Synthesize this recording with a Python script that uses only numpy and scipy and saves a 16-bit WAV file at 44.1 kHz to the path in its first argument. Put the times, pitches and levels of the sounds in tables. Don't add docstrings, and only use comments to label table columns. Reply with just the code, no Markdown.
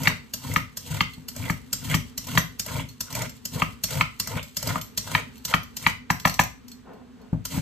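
import sys
import numpy as np
from scipy import signal
from scipy.fft import rfft, irfft
from scipy.io import wavfile

SR = 44100
rng = np.random.default_rng(int(sys.argv[2]) if len(sys.argv) > 2 else 0)


def inscribe(sig):
    pcm = np.round(np.clip(np.atleast_2d(sig).T, -1, 1) * 32767)
    wavfile.write(sys.argv[1], SR, pcm.astype(np.int16))


N = 335601
TIME = np.arange(N) / SR
RING = TIME[:SR // 2]

# blade landing in seconds, length in seconds, clack level in dB,
# strongest ring in Hz, crunch at the tip in dB, juicy fizz at the tip in dB, board rumble at the
# hardest push in dB, place of that push along the stroke (0-1).
STROKES = [(-0.13, 0.23, -45, 5960, -38, -40, -29, 0.73), (0.3355, 0.24, -36.5, 5080, -41, -44.5, -29, 0.7),
           (0.7694, 0.23, -39.5, 6060, -41, -41.5, -32, 0.72),
           (1.283, .21, -42, 5600, -41, -43.5, -31, 0.72),
           (1.728, 0.22, -32, 7360, -40.5, -40.5, -27.5, 0.8),
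           (2.1761, 0.21, -36, 6700, -40.5, -40, -26.5, 0.89), (2.594, 0.2, -34, 5380, -38, -40, -29, 0.9),
           (3.005, 0.23, -35.5, 6120, -37.5, -41.5, -33, 0.87),
           (3.452, 0.16, -38, 6500, -40, -41.5, -30, 0.7),
           (3.8363, 0.15, -30, 6660, -35, -38.5, -26.5, 0.99),
           (4.1976, .18, -32, 6030, -37, -45, -32.5, 0.76), (4.567, 0.19, -34, 6420, -35.5, -39, -28, 0.7),
           (4.9746, 0.2, -31.5, 6280, -38.5, -40, -33.5, 0.83),
           (5.449, 0.085, -35.5, 6960, -37.5, -40, -42, 0.65),
           (5.7662, 0.12, -39.5, 5760, -41.5, -40.5, -35, 0.87),
           (7.451, 0.12, -37.5, 6100, -42.5, -39.5, -24.5, 0.91)]
# frequency in Hz, level in dB.
CRUNCH_SPECTRUM = [(250, -31.5), (380, -6.5), (480, 0.5), (620, 4.5), (760, -10), (930, 3.5), (1100, -3),
                   (1360, 1.5), (1570, -5), (1800, -10.5), (2020, 3.5), (2400, 0.5), (2700, -8), (3400, -1),
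                   (4100, -13), (5500, -30.5)]
# frequency in Hz, level in dB.
FIZZ_SPECTRUM = [(1760, -23), (3000, -7), (5620, -12.5), (7220, -10), (8900, -14.5), (10500, 0.5),
                 (11400, -16.5), (13100, -14), (14400, -14), (15900, -40.5)]


def undb(db):
    return 10 ** (np.asarray(db) / 20)


def on_log(hz, points):
    f, value = np.transpose(points)
    return np.interp(np.log(hz + 1), np.log(f), value)


def colour(x, points):
    size = 4096
    gain = undb(on_log(np.arange(size // 2 + 1) * SR / size, points))
    cepstrum = irfft(np.log(gain))
    cepstrum[1:size // 2] *= 2
    cepstrum[size // 2 + 1:] = 0
    response = irfft(np.exp(rfft(cepstrum)))
    return signal.fftconvolve(x, response / np.linalg.norm(response))[:len(x)]


def burst(x, db):
    return x * undb(db) / np.sqrt(np.sum(x ** 2) / (.03 * SR))


def ring(modes):
    return sum(undb(db - 60 * RING / t60) * np.sin(2 * np.pi * hz * RING) for hz, db, t60 in modes)


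def drive(force, response):
    return signal.fftconvolve(force, response)[:len(force)]


def add(track, s, sound):
    start = int(s * SR)
    part = sound[max(-start, 0):max(N - start, 0)]
    track[max(start, 0):max(start, 0) + len(part)] += part


def grains(length, per_s, spread_db):
    size = undb(spread_db * np.minimum(rng.exponential(size=length), 4))
    x = (rng.random(length) < per_s / SR) * size * rng.choice([-1, 1], length)
    return x / np.sqrt(np.mean(x ** 2))


def walk(per_s):
    return 1.2 * np.interp(TIME * per_s, np.arange(4000), rng.standard_normal(4000))


def peeling():
    catch_db, spurt_db = 4, -1.9
    cracks_per_s, crack_db = 110, -4.5
    crunch_gain, fizz_gain, rumble_gain = stroke_gains()
    grip = undb(catch_db * walk(110) + spurt_db * walk(45))
    cracks = undb(crack_db) * grains(N, cracks_per_s, 2.3)
    cells = (grains(N, 5000, 2.1) + cracks) * grip
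    juice = grains(N, 7200, 4.2) * grip
    snaps = np.zeros(N)
    for when, pitch, size in rng.random((2400, 3)):
        hz = 430 * 7 ** pitch
        cycles = RING[:700] * hz
        snap = size ** 2 * hz * np.sin(2 * np.pi * cycles) * np.exp(-cycles / 3.4)
        add(snaps, when * N / SR, snap)
    tearing = wander(colour(0.64 * cells + 0.28 * snaps / snaps.std(), CRUNCH_SPECTRUM))
    fizz = colour(0.5 * cells + 0.71 * juice, FIZZ_SPECTRUM)
    # frequency in Hz, level in dB.
    rumble_spectrum = [(25, -14), (60, -12.5), (105, -4.5), (155, 3.5), (200, -10), (260, -5.5), (380, -27),
                       (600, -36.5)]
    rumble = colour(grains(N, 700, 1.5), rumble_spectrum)
    return crunch_gain * tearing + fizz_gain * fizz + rumble_gain * rumble


def stroke_gains():
    bite_share = 0.43
    bite_s, release_s = 0.012, 0.044
    glide_db = -7.5
    crunch_swell_db, fizz_swell_db = 15, -2.5
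    rumble_sag_db = 26
    gains = np.zeros((3, N))
    for s, length, _, _, crunch_db, fizz_db, rumble_db, push in STROKES:
        bite = bite_share * length
        corners_s = [0, bite - bite_s / 2, bite + bite_s / 2, length, length + release_s]
        depth = np.interp(TIME - s, corners_s, [0, undb(glide_db), 1, 1, 0])
        touching = depth > 0
        along = np.minimum((TIME[touching] - s) / length, 1)
        gains[:, touching] += depth[touching] * undb([crunch_db + crunch_swell_db * (along - 1),
                                                      fizz_db + fizz_swell_db * (along - 1),
                                                      rumble_db - rumble_sag_db * abs(along - push)])
    return gains


def wander(x):
    wander_db, wander_per_s = 3.5, 35
    low, upto = (signal.sosfiltfilt(signal.butter(3, hz, fs=SR, output="sos"), x) for hz in (750, 1700))
    return sum(undb(wander_db * walk(wander_per_s)) * part for part in (low, upto - low, x - upto))


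def clacks():
    # start in seconds, level in dB,
    # strongest ring in Hz.
    jerks = [(0.0328, -42, 7140), (0.5373, -43, 6180), (1.1352, -56.5, 8240), (1.363, -46, 6320),
             (2.2693, -49, 7400), (2.6627, -44.5, 7260), (2.888, -55, 7360), (3.126, -45, 9300),
             (3.1508, -38, 8800), (3.2193, -40.5, 6240), (3.294, -51.5, 7440), (4.273, -39.5, 5700),
             (4.428, -49.5, 7300), (4.6268, -39.5, 7200), (4.6729, -38, 7500), (4.813, -44, 5460),
             (5.3784, -62, 5700), (5.6318, -54.5, 5740), (6.198, -47, 6240), (6.296, -41, 6130),
             (6.34, -42, 6060), (6.4357, -43, 7630), (6.6813, -55.5, 4500), (6.716, -54.5, 4340),
             (6.9334, -73, 4340), (7.215, -73, 4450)]
    # dull crunch in dB and board thump in dB against the clack level,
    # steel ring in dB against the blade's chatter. Landing on the carrot, snagging, swinging free:
    landing_db = (-18, -11, -13)
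    snag_db = (-5.5, -3.5, -20)
    free_db = (-33, -9, -3.5)
    landing_spread_s, jerk_spread_s = 0.0025, 0.0011
    graze_s = .0125
    out = np.zeros(N)
    for s, _, db, ring_hz, *_ in STROKES:
        add(out, s - graze_s, clack(db, ring_hz, landing_spread_s, landing_db))
    for s, db, ring_hz in jerks:
        in_cut = any(0 < s - lands < length for lands, length, *_ in STROKES)
        add(out, s - graze_s, clack(db, ring_hz, jerk_spread_s, snag_db if in_cut else free_db))
    return out


def clack(db, ring_hz, spread_s, parts_db):
    dull_db, thump_db, ring_db = parts_db
    steel, force = chatter(spread_s, ring_hz, ring_db)
    rocking = np.pad(thump(db + thump_db), (int(.017 * SR), 0))[:len(RING)]
    return burst(steel, db) + burst(colour(force, CRUNCH_SPECTRUM), db + dull_db) + rocking


def chatter(spread_s, ring_hz, ring_db):
    # frequency in Hz, level in dB, t60 in seconds.
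    blade_modes = [(4320, -5, .08), (4610, -9, .08), (5930, 0, .06), (6080, -4, .08), (6420, -6, .06),
                   (7480, -7, .08), (7882, -11, .3), (11450, -10, .12), (12352, -9, .25), (13010, -4, .06),
                   (14350, -6, .08)]
    # frequency in Hz, level in dB.
    impact_spectrum = [(350, -57), (600, -33), (983, -14), (1820, -19), (3110, -12.5), (4200, -10.5),
                       (5920, -4), (6790, -7), (8110, -10), (10400, -11.5), (11700, -10), (14000, -10),
                       (15000, -24.5), (15900, -38.5)]
    age = np.maximum(RING - .012, 0) / spread_s
    graze = .024 * np.minimum(RING / .012, 1) ** 2 * np.exp(-RING / .04)
    force = grains(len(RING), 14000, 3.0) * (age ** 2 * np.exp(-age * 1.73) + graze)
    modes = []
    for hz, db, t60 in blade_modes:
        favoured_db = 10 * np.exp(-(np.log(hz / ring_hz) / .05) ** 2)
        struck_hz = hz * (1 + .002 * rng.standard_normal())
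        modes.append((struck_hz, db + 3 * rng.standard_normal() + favoured_db, t60))
    steel = burst(drive(force, ring(modes)), ring_db)
    return steel + burst(colour(force, impact_spectrum), 0), force


def knocks():
    # start in seconds, crack in dB, thump in dB, blade jingle in dB,
    # hardness as the tilt from 1 to 4 kHz in dB.
    strikes = [(0.073, -19, -27.5, -32, 5.5), (0.561, -22, -26.5, -37, 0), (1.007, -21.5, -27.5, -39, 3),
               (1.498, -29.5, -24.5, -38, -17.5), (1.942, -27.5, -21.5, -30.5, 4.5),
               (2.375, -20, -25, -27.5, 0), (3.62, -23, -26.5, -43, -7.5), (4.01, -21, -31, -39.5, -3.5),
               (4.356, -47.5, -33.5, -62, 13.5), (4.756, -30.5, -33, -58, -24.5),
               (5.15, -21.5, -34, -41, -2.5), (5.539, -20, -26, -37.5, -1), (5.865, -18.5, -28, -36, 2.5),
               (6.102, -23, -25.5, -32.5, -0.5), (6.252, -20, -23.5, -32.5, 1), (6.272, -30, -45, -32.5, 4),
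               (6.393, -19, -24.5, -28, -1), (6.41, -32, -37.5, -37, -13)]
    taps_from_s = 6.0
    buzz_share = 0.084
    jingle_ring_db = -5.5
    jingle_lead_s = 0.012
    out = np.zeros(N)
    lead = int(.008 * SR)
    age = RING - RING[lead]
    skid = .009 * np.exp(-abs(age) / .006)
    buzz = buzz_share * np.exp(-abs(age) / 0.0028)
    for s, db, thump_db, jingle_db, hardness_db in strikes:
        force = np.where(age < 0, skid, buzz) * rng.standard_normal(len(RING))
        force[lead] = 1
        add(out, s - RING[lead] - .0018, burst(wood(force, s > taps_from_s, hardness_db), db))
        jingle, _ = chatter(0.0045, 11000, jingle_ring_db)
        add(out, s - jingle_lead_s, burst(jingle, jingle_db))
        add(out, s + 0.0051, thump(thump_db))
    return out


def wood(force, at_edge, hardness_db):
    # frequency in Hz, width in Hz, level at the end of a stroke in dB,
    # level when tapped near the edge in dB.
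    resonances = [(650, 110, -19, -8), (800, 80, -14, 1), (930, 130, -9, -9), (1030, 80, -10, -2),
                  (1235, 110, -1, 1), (1390, 150, -6, -5), (1660, 70, -20, -9), (1780, 100, -9, -2),
                  (2000, 190, -1.5, -5), (2320, 180, -3, -9), (2700, 220, -7, -10), (3040, 250, -7, -13),
                  (3600, 500, -16, -17), (4580, 500, -19, -21)]
    hz = np.arange(10, SR / 2, 10)
    power = undb(-38) ** 2 / (1 + (hz / 6000) ** 4)
    for f, width, end_db, edge_db in resonances:
        spot_hz = f * (1 + .012 * rng.standard_normal())
        spot_db = (edge_db if at_edge else end_db) + 1.5 * rng.standard_normal()
        power = power + undb(spot_db) ** 2 / (1 + ((hz - spot_hz) / width) ** 2) ** 2
    db = 10 * np.log10(power) + hardness_db * np.interp(hz, [1000, 4000], [0, 1])
    bins_hz = np.arange(len(force) // 2 + 1) * SR / len(force)
    travel = np.exp(-4j * np.pi * .11 * np.sqrt(bins_hz))
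    return irfft(rfft(colour(force, np.column_stack([hz, db]))) * travel, len(force))


def thump(db):
    # frequency in Hz, level in dB, t60 in seconds.
    counter_modes = [(66.8, -20.5, 0.57), (109.8, -16, 0.32), (157.2, 7.5, 0.031), (185.3, -4, 0.066),
                     (254.5, -12, 0.08)]
    rocking = ring([(hz * (1 + 0.045 * rng.standard_normal()), g, t60) for hz, g, t60 in counter_modes])
    return burst(signal.sosfilt(signal.butter(2, [50, 290], "band", fs=SR, output="sos"), rocking), db)


def bumps():
    # start in seconds, level in dB.
    contacts = [(1.176, -42.5), (2.804, -34), (3.227, -39), (7.327, -22.5), (7.574, -25.5)]
    squash_db = -20.5
    rebound_db, rebound_s = -8, 0.0183
    flesh = [(200, -21.0), (380, -1.5), (560, 14.5), (1500, -4.0), (3000, -23.5), (9000, -28)]  # (Hz, dB)
    out = np.zeros(N)
    for s, db in contacts:
        squash = colour(rng.standard_normal(len(RING)) * np.exp(-RING / 0.0145), flesh)
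        add(out, s + 0.0019, thump(db) + burst(squash, db + squash_db))
        add(out, s + 0.002 + rebound_s, thump(db + rebound_db))
    return out


def ribbons():
    peel_until_s, ribbon_db, patter_db = 5.9, -61, 3.6
    hanging = np.interp(TIME, [peel_until_s - .2, peel_until_s], [1, 0])
    return hanging * undb(ribbon_db + patter_db * walk(25)) * colour(grains(N, 900, 3.6), FIZZ_SPECTRUM)


def sleeve():
    # strongest moment in seconds, level in dB.
    brushes = [(6.89, -43), (7.209, -54)]
    # frequency in Hz, level in dB.
    cloth_spectrum = [(88, -74), (150, -18), (172, -4.5), (214, -9), (257, -11.5), (409, -15.5),
                      (1260, -25.5), (6000, -60), (7800, -91), (13200, -120)]
    swell_s, fade_s = 0.054, 0.097
    gain = np.zeros(N)
    for s, db in brushes:
        swell = np.clip(1 + (TIME - s) / swell_s, 0, 1)
        gain += undb(db) * swell * np.exp(-np.maximum(TIME - s, 0) / fade_s)
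    return gain * undb(1.1 * walk(40)) * colour(rng.standard_normal(N), cloth_spectrum)


def kitchen():
    # frequency in Hz, level in dB.
    air_spectrum = [(25, -19.5), (60, -6), (190, -14), (250, 0.5), (310, -24), (440, -15.5), (600, -32),
                    (1000, -26.5), (3000, -33), (8000, -42), (15000, -51)]
    draught_db = 1.5
    mid, side = (colour(rng.standard_normal(N), air_spectrum) for _ in range(2))
    turn = 2 * np.pi * 242 * TIME
    drone = undb(-56) * (walk(40) * np.sin(turn) + walk(40) * np.cos(turn))
    air = mid + 0.6 * side * np.array([[1], [-1]])
    return undb(-50.5 + draught_db * walk(5.4)) * air + drone


def room(x, early_db, tail_db):
    # frequency in Hz, t60 in seconds.
    tail_t60 = [(100, 0.41), (300, 0.23), (900, 0.29), (2000, 0.31), (5000, 0.31), (14000, 0.27)]
    # frequency in Hz, level in dB.
    tail_spectrum = [(60, 6), (200, 0), (400, 6), (900, -2.5), (2000, 0.5), (3000, -0.5), (5000, 1),
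                     (14000, -4.5)]
    shared = 0.31
    hz, s, _ = signal.stft(RING, SR, nperseg=256)
    fade = undb(-60 * s / on_log(hz, tail_t60)[:, None])
    alike = grains(len(RING), 5000, 1.0)
    channels = []
    for _ in range(2):
        noise = signal.stft(rng.standard_normal(len(RING)), nperseg=256)[2]
        tail = signal.istft(noise * fade, nperseg=256)[1][:len(RING)]
        tail = colour(tail * np.clip((RING - .003) / 0.0009, 0, 1), tail_spectrum)
        early = np.sqrt(shared) * alike + np.sqrt(1 - shared) * grains(len(RING), 5000, 0.82)
        early = early * np.exp(-RING / 0.004) * (RING > .0003)
        early = signal.sosfilt(signal.butter(2, 400, "high", fs=SR, output="sos"), early)
        response = undb(tail_db) * tail / np.linalg.norm(tail) + undb(early_db) * early / np.linalg.norm(early)
        channels.append(x + drive(x, response))
    return np.array(channels)


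def scene():
    near = room(peeling() + ribbons() + sleeve(), -1.5, -5.0)
    near = near + room(clacks(), 6, -2) + room(knocks() + bumps(), -2.5, -7.0)
    bass = signal.sosfiltfilt(signal.butter(2, 220, fs=SR, output="sos"), near)
    shared_bass = (0.26 * bass + 0.82 * bass.mean(axis=0)) * undb([[1.8], [-2.2]])
    return near - bass + shared_bass + kitchen()


def record(dry):
    # frequency in Hz, lead of the left port in radians.
    port_phase = [(0, 0), (520, -1.6), (950, 0.3), (1380, -1.0), (2070, -0.3), (4390, 0.9), (6030, 5.4),
                  (8350, 6.3), (9730, 9.0), (10900, 9.6), (12500, 12.5), (13700, 12.9), (14800, 15.5),
                  (15600, 15.7)]
    top_hz = 15200
    hz = np.arange(N // 2 + 1) * SR / N
    notch = undb(-26 * np.exp(-((hz - 10400) / 600) ** 4))
    low_cut = hz ** 2 / np.sqrt(hz ** 4 + 42 ** 4)
    ports = np.exp(.5j * np.interp(hz, *np.transpose(port_phase)) * np.array([[1], [-1]]))
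    heard = np.clip(irfft(rfft(dry) * notch * low_cut * ports, N), -1, 1)
    return signal.sosfilt(signal.ellip(8, .2, 70, top_hz, fs=SR, output="sos"), heard)


dry = scene()
out = record(dry)
inscribe(out)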